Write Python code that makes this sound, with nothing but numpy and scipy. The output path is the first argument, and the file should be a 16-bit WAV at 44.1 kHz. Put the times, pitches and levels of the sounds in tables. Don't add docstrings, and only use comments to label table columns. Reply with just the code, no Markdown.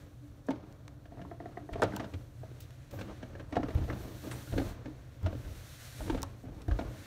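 import sys
import numpy as np
from scipy import signal
from scipy.fft import rfft, irfft
from scipy.io import wavfile
from scipy.ndimage import uniform_filter1d

SR = 44100
rng = np.random.default_rng(int(sys.argv[2]) if len(sys.argv) > 2 else 0)


def generate_wav(signal):
    frames = np.transpose(np.atleast_2d(signal))
    scaled = np.clip(frames, -1, 1) * 32767
    pcm = np.round(scaled).astype(np.int16)
    wavfile.write(sys.argv[1], SR, pcm)


N = 311762

# [f/Hz, level/dB]
HOUSE_SPECTRUM = [(15, -52), (25, -65), (63, 1.5), (113, 6), (144, 3.5), (189, -18.5), (241, -7.5),
                  (291, -12), (402, -18.5), (555, -13.5), (831, -25), (1460, -27), (2190, -59), (3970, -43),
                  (15700, -99)]
HOUSE_DB = -54
# [f/Hz, width/Hz, relative level/dB]
LOW_DRONE_MODES = [(84.7, 25, 0.5), (120.8, 13.2, 4.5)]
# [t/s, f/Hz]
UPPER_DRONE_PITCH = [(0, 293.3), (5.9, 293), (6.1, 270), (6.6, 270), (6.75, 293), (7.07, 293)]
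# [t/s, low drone level/dB, upper drone level/dB]
DRONE_LEVELS = [(0.0, -60, -62.5), (1.3, -58.5, -64), (1.99, -47.5, -60), (2.15, -50, -75),
                (3.33, -49.5, -74), (3.8, -41, -58), (4.09, -47, -65), (4.55, -48.5, -67),
                (4.78, -51.5, -69), (4.92, -52, -73), (5.12, -54, -87), (5.42, -46, -73), (5.59, -54, -78),
                (5.83, -60, -77), (6.18, -46, -51.5), (6.48, -58.5, -72), (6.77, -45.5, -59),
                (7.07, -50, -68.5)]

WELL_T60_S, WELL_DB, WELL_HZ = 0.17, -13.5, 2150

# [t/s, hiss level/dB, duller drag level/dB, top band level/dB]
HAND_LEVELS = [(0.0, -72.5, -66, -78), (0.14, -75, -72, -82), (0.94, -76.5, -73, -82),
               (1.71, -73.5, -70.5, -82), (1.93, -67.5, -63, -78), (2.2, -72.5, -71, -79),
               (2.95, -73.5, -65, -82), (3.09, -74, -60, -80), (3.33, -75.5, -68, -81),
               (3.52, -74.5, -70, -83), (3.76, -67, -63, -73), (4.0, -62, -62.5, -66),
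               (4.29, -58, -58, -63), (4.53, -57.5, -58.5, -65), (4.69, -58.5, -56.5, -65),
               (4.78, -75, -64, -79), (5.0, -75, -67.5, -82), (5.28, -71, -63.5, -74),
               (5.42, -63, -60.5, -69), (5.81, -57.5, -57, -66), (6.06, -55.5, -55, -67),
               (6.24, -69.5, -61, -77), (6.52, -73.5, -75, -81), (6.73, -68.5, -62.5, -74),
               (6.87, -66.5, -62.5, -73), (7.07, -61.5, -56, -71)]
# [f/Hz, level/dB per Hz]
RUB_SPECTRUM = [(300, -9), (600, 2.5), (900, -8), (1200, -3.5), (1590, 1.5), (3030, -5.5), (3330, -6),
                (4140, -7), (4970, -11), (5960, -8.5), (7640, -10), (14700, -6), (15700, -12)]

# [t/s, peak level/dB, decay length/s, top band level/dB re peak, lower band edge f/Hz]
CLOSE_TICKS = [(0.466, -59.5, 0.014, -9, 5500), (0.504, -53, 0.012, -7, 3000),
               (0.725, -57, 0.0031, -9, 2500), (0.879, -45, 0.005, -25, 850), (1.728, -55, 0.011, -9, 3500),
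               (1.796, -57, 0.0072, -15, 3000), (1.819, -36.5, 0.0066, -10, 3440),
               (1.834, -35, 0.0046, -10, 3660), (1.963, -36.5, 0.0064, -2.5, 4000),
               (2.603, -49.5, 0.02, 2, 3000), (2.616, -56, 0.06, -5, 3000), (2.706, -51, 0.004, -14, 1100),
               (2.909, -52, 0.019, -4, 2000), (2.92, -61, 0.2, 3, 6000), (2.991, -55, 0.051, -12, 2500),
               (3.51, -60, 0.0027, -18, 3700), (3.633, -70, 0.0037, -15, 3700),
               (3.747, -59, 0.008, 4, 5000), (4.308, -46.5, 0.072, -12, 7950),
               (5.229, -56.5, 0.01, -4, 3980), (5.265, -60, 0.0066, -10, 3700),
               (6.219, -37, 0.0029, -3, 5040), (6.23, -26.5, 0.0024, -7, 4030),
               (6.617, -52, 0.01, -13, 2800), (6.682, -56, 0.0027, -2, 3700)]

# [t/s, hold time/s, creak level/dB, frame sway level/dB]
TREAD_LOADS = [(0, 0.068, -62, -61.5), (.49, 0.049, -47, -67), (.9, 0.051, -79.5, -59),
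               (1.12, 0.17, -56, -58), (1.4, 0.21, -55, -73), (1.73, 0.065, -47, -41),
               (1.84, 0.16, -45, -59), (2.14, 0.026, -73, -50), (2.43, 0.18, -60.5, -67),
               (2.929, 0.16, -48.5, -49.5), (3.22, 0.19, -54, -54), (3.534, 0.16, -45.5, -47),
               (3.75, 0.064, -46.5, -34.5), (3.882, 0.074, -42.5, -43), (4.02, 0.049, -50, -47),
               (4.24, 0.12, -49, -75), (4.53, 0.14, -45.5, -39), (4.66, 0.029, -59, -45),
               (4.85, 0.07, -54.5, -49), (5.232, 0.055, -46, -39), (5.45, 0.051, -52.5, -42.5),
               (5.998, 0.041, -49, -39), (6.08, 0.082, -44.5, -38.5), (6.44, 0.18, -53.5, -47),
               (6.69, 0.027, -48, -33.5), (6.79, 0.078, -49.5, -55)]
# [f/Hz, level/dB per Hz]
CREAK_SPECTRUM = [(88, -92), (150, -10.5), (204, 4.5), (258, -7.5), (295, 3), (451, -7.5), (579, -6),
                  (900, -15), (1150, -15.5), (1930, -24.5), (5000, -34.5), (6500, -37.5), (11000, -120)]
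CREAK_RISE_FALL_S, CREAK_REST_DB = (0.0091, 0.12), -68.5
SWAY_RISE_FALL_S, SWAY_REST_DB = (0.0048, 0.08), -59

# [t/s, peak level/dB, f/Hz, envelope scale/cycles]
LANDINGS = [(1.731, -53, 61, 4.2), (1.824, -31.5, 102, 7.3), (2.136, -32, 91.2, 5.9),
            (2.471, -48, 130, 7.9), (2.933, -45, 98, 15), (3.205, -53, 118, 2.7), (3.557, -33.5, 89, 4),
            (3.751, -20, 81.5, 2.5), (3.799, -32, 92.7, 4.2), (4.534, -32.5, 100, 6),
            (4.578, -31.5, 75.3, 4.5), (4.676, -37, 54.7, 1.3), (5.228, -25, 90.4, 6.9),
            (6.057, -55, 80, 6.3), (6.098, -33, 38.4, 3.2), (6.168, -32, 69.4, 1.8),
            (6.44, -42, 107.7, 8.5), (6.678, -27.5, 85.5, 2.9), (6.706, -25.5, 46.6, 3.5),
            (6.847, -38.5, 53, 4.3)]

# [t/s, peak level/dB, best excited middle f/Hz, low f/Hz, upper f/Hz,
# low modes level/dB re peak, upper modes level/dB re peak, snap level/dB re peak]
TREAD_CRACKS = [(0.485, -27, 613, 273, 1620, 5, -7, -18), (0.505, -29.5, 894, 250, 1450, -0.5, -20, -11),
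                (0.535, -38.5, 590, 304, 1340, 2, -18, -20), (0.557, -54, 895, 254, 1370, 9, -12, -13),
                (1.054, -50, 680, 304, 1730, -8, -5, -4.5), (1.118, -44, 683, 230, 1850, 0, -15, -31),
                (1.17, -45.5, 685, 244, 1890, -4, -14, -30), (1.192, -42, 686, 232, 1850, -4, -10, -29),
                (1.214, -45.5, 680, 192, 1630, 3, -7, -4), (1.248, -45, 694, 286.6, 970, 3.5, -5, -25),
                (1.312, -38.5, 685, 333, 1950, -1.5, -6.5, -22),
                (1.401, -37.5, 690, 332, 1940, -4.5, -7, -20),
                (1.456, -36, 712, 380, 1920, -2.5, -8.5, -18),
                (1.571, -33.5, 713, 376, 1920, -2, -4.5, -21),
                (1.689, -37.5, 692, 384, 1880, -2.5, -6.5, -27), (1.732, -48.5, 600, 308, 2040, -5, 5, 8.5),
                (1.755, -33.5, 678, 393, 1130, -1, -9, -16), (1.796, -32.5, 689, 393, 1066, -2, -18, -19),
                (1.819, -19, 854, 394, 1780, -2, -2, -9), (1.825, -16.5, 530, 255, 1460, -15, -3.5, -15.5),
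                (1.836, -22, 693, 400, 1450, -2, -17, -11), (1.851, -36.5, 508, 185, 1160, 4.5, -18, -11),
                (1.881, -39, 611, 300, 1290, -10, -21, -15), (1.922, -44, 830, 413, 2010, 0, 1, -15),
                (1.935, -37.5, 425, 207, 1500, 3, -2.5, -26), (1.967, -34, 940, 380, 1520, -9, -4.5, -19),
                (1.996, -35.5, 620, 253, 1950, -1, -3.5, -4),
                (2.002, -33.5, 656, 378, 1200, -16, -9.5, -10.5),
                (2.042, -36.5, 585, 202, 1560, -1, -4, -8), (2.136, -41.5, 488, 293, 1900, -1, -15, -1),
                (2.432, -40, 634, 377, 1590, -12, -16, -23), (2.512, -52.5, 510, 360, 1640, 6.5, -12, -7),
                (2.934, -38, 555, 296, 1600, -12, -17, -19), (2.988, -38.5, 555, 207, 1560, -14, -4.5, -4),
                (3.01, -36, 517, 220, 1510, -4.5, -13, -2), (3.227, -38.5, 640, 217, 1620, 3.5, -7, -4),
                (3.351, -43.5, 553, 370, 1670, 1, 0, -6), (3.396, -42, 560, 288, 1610, -4, -2.5, -5.5),
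                (3.524, -36, 651, 281, 1890, 0.5, -5, -2), (3.554, -36, 710, 297, 1870, 5, -9, -3),
                (3.565, -18.5, 706, 310, 1085, -7, -11, -19), (3.59, -42.5, 830, 306, 1320, 16, -14, -24),
                (3.63, -31.5, 583, 292, 1940, 0, -5.5, -8.5),
                (3.683, -32.5, 436, 281, 1900, -4.5, -13, -11), (3.704, -40, 642, 357, 1930, -9, -1.5, -6),
                (3.747, -43, 420, 220, 1620, 5, -13, -1.5), (3.781, -48, 590, 191, 1700, 2, -13, 3),
                (3.836, -45.5, 592, 294, 1250, -2, -10, -3.5), (3.899, -40.5, 546, 300, 1930, -3, 8.5, -1),
                (3.927, -36.5, 560, 200, 1520, 3.5, -5, -5.5), (3.987, -54, 557, 308, 1610, 2, 3, -1),
                (4.248, -49, 580, 288, 1690, 5.5, -11, -4), (4.268, -41.5, 616, 326, 1570, 6.5, -14, -9),
                (4.312, -46.5, 623, 367, 1620, 3, 6, 9), (4.328, -45.5, 970, 323, 1600, 0, -9, -1),
                (4.473, -50, 590, 302, 1410, 0, 3, -10), (4.524, -40, 656, 240, 1600, -2, -5, -2),
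                (4.536, -33.5, 540, 203, 1480, 1.5, -13, -16), (4.563, -39.5, 543, 327, 1470, 10, -28, -25),
                (4.578, -26, 492, 285, 1600, 2, -10, -5.5), (4.596, -33, 810, 280, 1510, 6, -9, -7),
                (4.616, -34, 543, 287, 1190, 4.5, -15, -14), (4.856, -42, 535, 281, 1670, 3.5, -8, -2.5),
                (4.877, -50.5, 526, 303, 1350, 12.5, -19, -10),
                (5.26, -31.5, 626, 185, 1430, -6, -9.5, -5.5), (5.327, -37, 550, 221, 1550, -2.5, -12, -14),
                (5.349, -45, 477, 304, 1350, 6, -15, -9), (5.399, -50, 597, 304, 1550, -6, -19, -22),
                (5.449, -52, 604, 300, 1550, 1, 0, -1), (6.005, -34.5, 605, 234, 1470, -10, -10, -21),
                (6.078, -40, 500, 170, 1650, -7, -10, -10), (6.097, -30, 900, 327, 1610, 7, -5, -5),
                (6.126, -41, 715, 248, 1120, 9.5, -10, -14), (6.145, -29.5, 522, 257, 1520, -3.5, -18, -12),
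                (6.175, -46, 820, 314, 1550, -4, 0, 3), (6.23, -32.5, 956, 249, 1075, -15, -3, -15),
                (6.436, -51, 704, 259, 1490, 9, -22, -23), (6.482, -45, 587, 296, 1550, 0, -13, -14),
                (6.681, -34, 707, 334, 1650, 1.5, -11, -13.5), (6.711, -41, 590, 282, 1620, -4, 3.5, -2),
                (6.788, -29, 646, 316, 1470, -1.5, -9, -11), (6.809, -39.5, 830, 215, 1660, 5.5, -13, -4)]
# [f/Hz, relative level/dB, time to fall 60 dB/s]
TREAD_MODES = [(192.4, -3.5, 0.077), (260, -2.5, 0.068), (305.4, -11.5, 0.095), (365.2, -0.5, 0.054),
               (486, 11, 0.032), (555, 4, 0.049), (600, -2.5, 0.063), (708, -2, 0.067), (866.5, -3, 0.055),
               (927, 4, 0.031), (1053, -0.5, 0.046), (1187, 3.5, 0.034), (1333, -1.5, 0.046),
               (1594, 9.5, 0.019), (1840, 0.5, 0.024), (2002, 6.5, 0.012), (3000, -27, 0.009)]
RING_SHARE, SNAP_S = 0.51, 0.0038
SLIP_CYCLES, SLIP_HZ = 2.84, 660
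AFTER_DB, AFTER_S = -7, 0.0067
DETUNE_DB_PER_OCT = 60
# [crack peak level/dB, most level lost by detuning/dB]
DETUNE_LIMIT = [(-33, 14), (-24, 5)]

# [f/Hz, Gaussian half-width/Hz, level/dB]
PORT_DIPS = [(4930, 260, -2.5), (10500, 220, -7.5)]
TOP_HZ, CEILING = 15750, .17


def undb(db):
    return 10 ** (np.asarray(db) / 20)


def unit(x):
    return x / np.sqrt(np.mean(x ** 2))


def curve(table):
    s, *columns = np.transpose(table)
    return [np.interp(np.arange(N) / SR, s, c) for c in columns]


def colour(x, points):
    hz, db = np.transpose(points)
    f = np.maximum(np.arange(N // 2 + 1) * SR / N, 1)
    gain_db = np.interp(np.log(f), np.log(hz), db, left=-120, right=-120)
    return unit(irfft(rfft(x) * undb(gain_db), N))


def band(x, lo_hz, hi_hz):
    return signal.sosfilt(signal.butter(2, [lo_hz, hi_hz], "bandpass", fs=SR, output="sos"), x)


def add(out, s, sound, db):
    i = int(s * SR)
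    out[i:i + len(sound)] += (sound * undb(db) / np.abs(sound).max())[:N - i]


def walk(rate, spread_db):
    k = int(SR / rate)
    held = np.repeat(rng.standard_normal(N // k + 1), k)
    smooth = uniform_filter1d(uniform_filter1d(held, k), k)
    return spread_db * unit(smooth[:N])


def grains(rate, spread_db):
    happens, sign, size = rng.random((N, 3)).T
    size_db = np.minimum(-spread_db * np.log(size + 1e-9), 3 * spread_db)
    return (happens < rate / SR) * np.sign(sign - .5) * undb(size_db)


def swells(times, held, levels_db, rest_db, rise_s, fall_s):
    t = np.arange(0, N / SR, .002)
    late = t - times[:, None]
    after_hold = np.maximum(late - held[:, None], 0)
    shape = np.exp(np.where(late < 0, late / rise_s, -after_hold / fall_s))
    power = ((undb(levels_db)[:, None] * shape) ** 2).sum(axis=0)
    return np.interp(np.arange(N) / SR, t, np.sqrt(undb(rest_db) ** 2 + power))


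def drone(modes):
    total = np.zeros(N)
    for hz, width, db in modes:
        total += undb(db) * unit(band(rng.standard_normal(N), hz - width / 2, hz + width / 2))
    return unit(total)


def house():
    low_db, upper_db = curve(DRONE_LEVELS)
    air = colour(rng.standard_normal(N), HOUSE_SPECTRUM) * undb(HOUSE_DB + walk(7.8, 1))
    upper_hz = curve(UPPER_DRONE_PITCH)[0] + walk(8, 1.37)
    upper = unit(np.sin(2 * np.pi * np.cumsum(upper_hz) / SR))
    return air + drone(LOW_DRONE_MODES) * undb(low_db) + upper * undb(upper_db + walk(18, 4.9))


def stairwell(x):
    t = np.arange(int(.6 * SR)) / SR
    fade = np.exp(-np.log(1000) * t / WELL_T60_S) * (t > .004)
    dull = signal.lfilter(*signal.butter(1, WELL_HZ, fs=SR), rng.standard_normal(len(t))) * fade
    tail = dull + .5 * rng.standard_normal(len(t)) * fade ** 2
    tail /= np.sqrt(np.sum(tail ** 2))
    return x + undb(WELL_DB) * signal.fftconvolve(x, tail)[:N]


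def rail_hand():
    hiss_db, drag_db, top_db = curve(HAND_LEVELS)
    rub = colour(rng.standard_normal(N) + .5 * unit(grains(1500, 0.27)), RUB_SPECTRUM)
    flicker_db = walk(25, 1)
    hiss = unit(band(rub, 3030, 10920)) * undb(hiss_db + flicker_db)
    drag = unit(band(rub, 620, 6460)) * undb(drag_db + flicker_db)
    top = unit(band(rub, 8750, TOP_HZ)) * undb(top_db + flicker_db)
    return hiss + drag + top


def ticks():
    out, t = np.zeros(N), np.arange(int(.2 * SR)) / SR
    for s, db, length, top_db, low_hz in CLOSE_TICKS:
        x = t / max(length, .0005)
        rise = 1 - np.exp(-t / (0.00035 + 0.049 * length))
        burst = rng.standard_normal(len(t)) * rise * np.exp(-2.0 * x - x ** 2)
        summed = np.cumsum(burst)
        add(out, s, band(band(summed, low_hz, 11100), 0.6 * low_hz, TOP_HZ), db)
        add(out, s, band(burst, 10100, TOP_HZ), db + top_db)
    return out


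def frame_sway():
    s, held, _, sway_db = np.transpose(TREAD_LOADS)
    rumble = unit(band(band(rng.standard_normal(N), 34.0, 106.0), 27.0, 110))
    return rumble * swells(s, held, sway_db, SWAY_REST_DB, *SWAY_RISE_FALL_S)


def creaks():
    s, held, creak_db, _ = np.transpose(TREAD_LOADS)
    slips = np.abs(grains(600, 1.97))
    envelope = signal.lfilter([1], [1, -np.exp(-1 / (0.0086 * SR))], slips)
    scrape = colour(envelope * rng.standard_normal(N), CREAK_SPECTRUM)
    return scrape * swells(s, held, creak_db, CREAK_REST_DB, *CREAK_RISE_FALL_S)


def thuds():
    out, t = np.zeros(N), np.arange(int(.4 * SR)) / SR
    for s, db, hz, cycles in LANDINGS:
        x = t * hz / max(cycles, .5)
        envelope = x * np.exp(-4.0 * x ** 2) + 0.0055 * np.exp(-.6 * x)
        add(out, s, envelope * np.sin(2 * np.pi * hz * t), db)
    return out


def slip_train(length):
    slips, (when, size) = np.zeros(length), rng.random((2, 8))
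    when = .003 + .045 * when
    slips[(when * SR).astype(int)] = undb(AFTER_DB) * (2 * size - 1) * np.exp(-when / AFTER_S)
    slips[0] = 1
    return slips


def cracks():
    out, t = np.zeros(N), np.arange(int(.2 * SR)) / SR
    hz, mode_db, t60 = (c[:, None] for c in np.transpose(TREAD_MODES))
    low, upper = hz[:, 0] < 420, hz[:, 0] > 1000
    decay = np.exp(-np.log(1000) * t / (t60 * RING_SHARE))
    rise = (1 - np.exp(-t * np.sqrt(hz * SLIP_HZ) / SLIP_CYCLES)) ** 2
    for s, db, best_hz, low_hz, upper_hz, low_db, upper_db, snap_db in TREAD_CRACKS:
        level_chance, pitch_chance, phase_chance = rng.standard_normal((3, len(TREAD_MODES), 1))
        octaves = np.abs(np.log2(hz / [low_hz, best_hz, upper_hz]))
        nearest = octaves.argmin(axis=0)
        octaves[nearest, range(3)] = 0
        detune_db = DETUNE_DB_PER_OCT * octaves.min(axis=1, keepdims=True)
        lost_db = np.minimum(detune_db, np.interp(db, *np.transpose(DETUNE_LIMIT)))
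        weight = undb(mode_db + 1.5 * level_chance - lost_db)
        rung_hz = hz * (1 + .008 * pitch_chance)
        rung_hz[nearest, 0] = low_hz, best_hz, upper_hz
        modes = weight * rise * decay * np.sin(2 * np.pi * rung_hz * t + 1.81 * phase_chance)
        slips = slip_train(len(t) // 4)
        for group, group_db in ((~low & ~upper, 0), (low, low_db), (upper, upper_db)):
            add(out, s, signal.fftconvolve(modes[group].sum(axis=0), slips), db + group_db)
        snap = rng.standard_normal(len(t)) * t * np.exp(-t / SNAP_S)
        add(out, s, band(snap, 790, 3420), db + snap_db)
    return out


def scene():
    near_ticks = ticks()
    direct = house() + rail_hand() + near_ticks + frame_sway() + thuds()
    in_well = stairwell(undb(-2.5) * near_ticks + creaks() + cracks())
    return (direct + in_well)[None]


def record(dry):
    f = np.arange(N // 2 + 1) * SR / N
    dips_db = sum(db * np.exp(-((f - hz) / w) ** 2) for hz, w, db in PORT_DIPS)
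    x = irfft(rfft(dry) * undb(dips_db), N) / CEILING
    rounded = CEILING * x / (1 + x ** 4) ** .25
    return signal.sosfilt(signal.ellip(10, .2, 60, TOP_HZ, fs=SR, output="sos"), rounded)


dry = scene()
out = record(dry)
generate_wav(out)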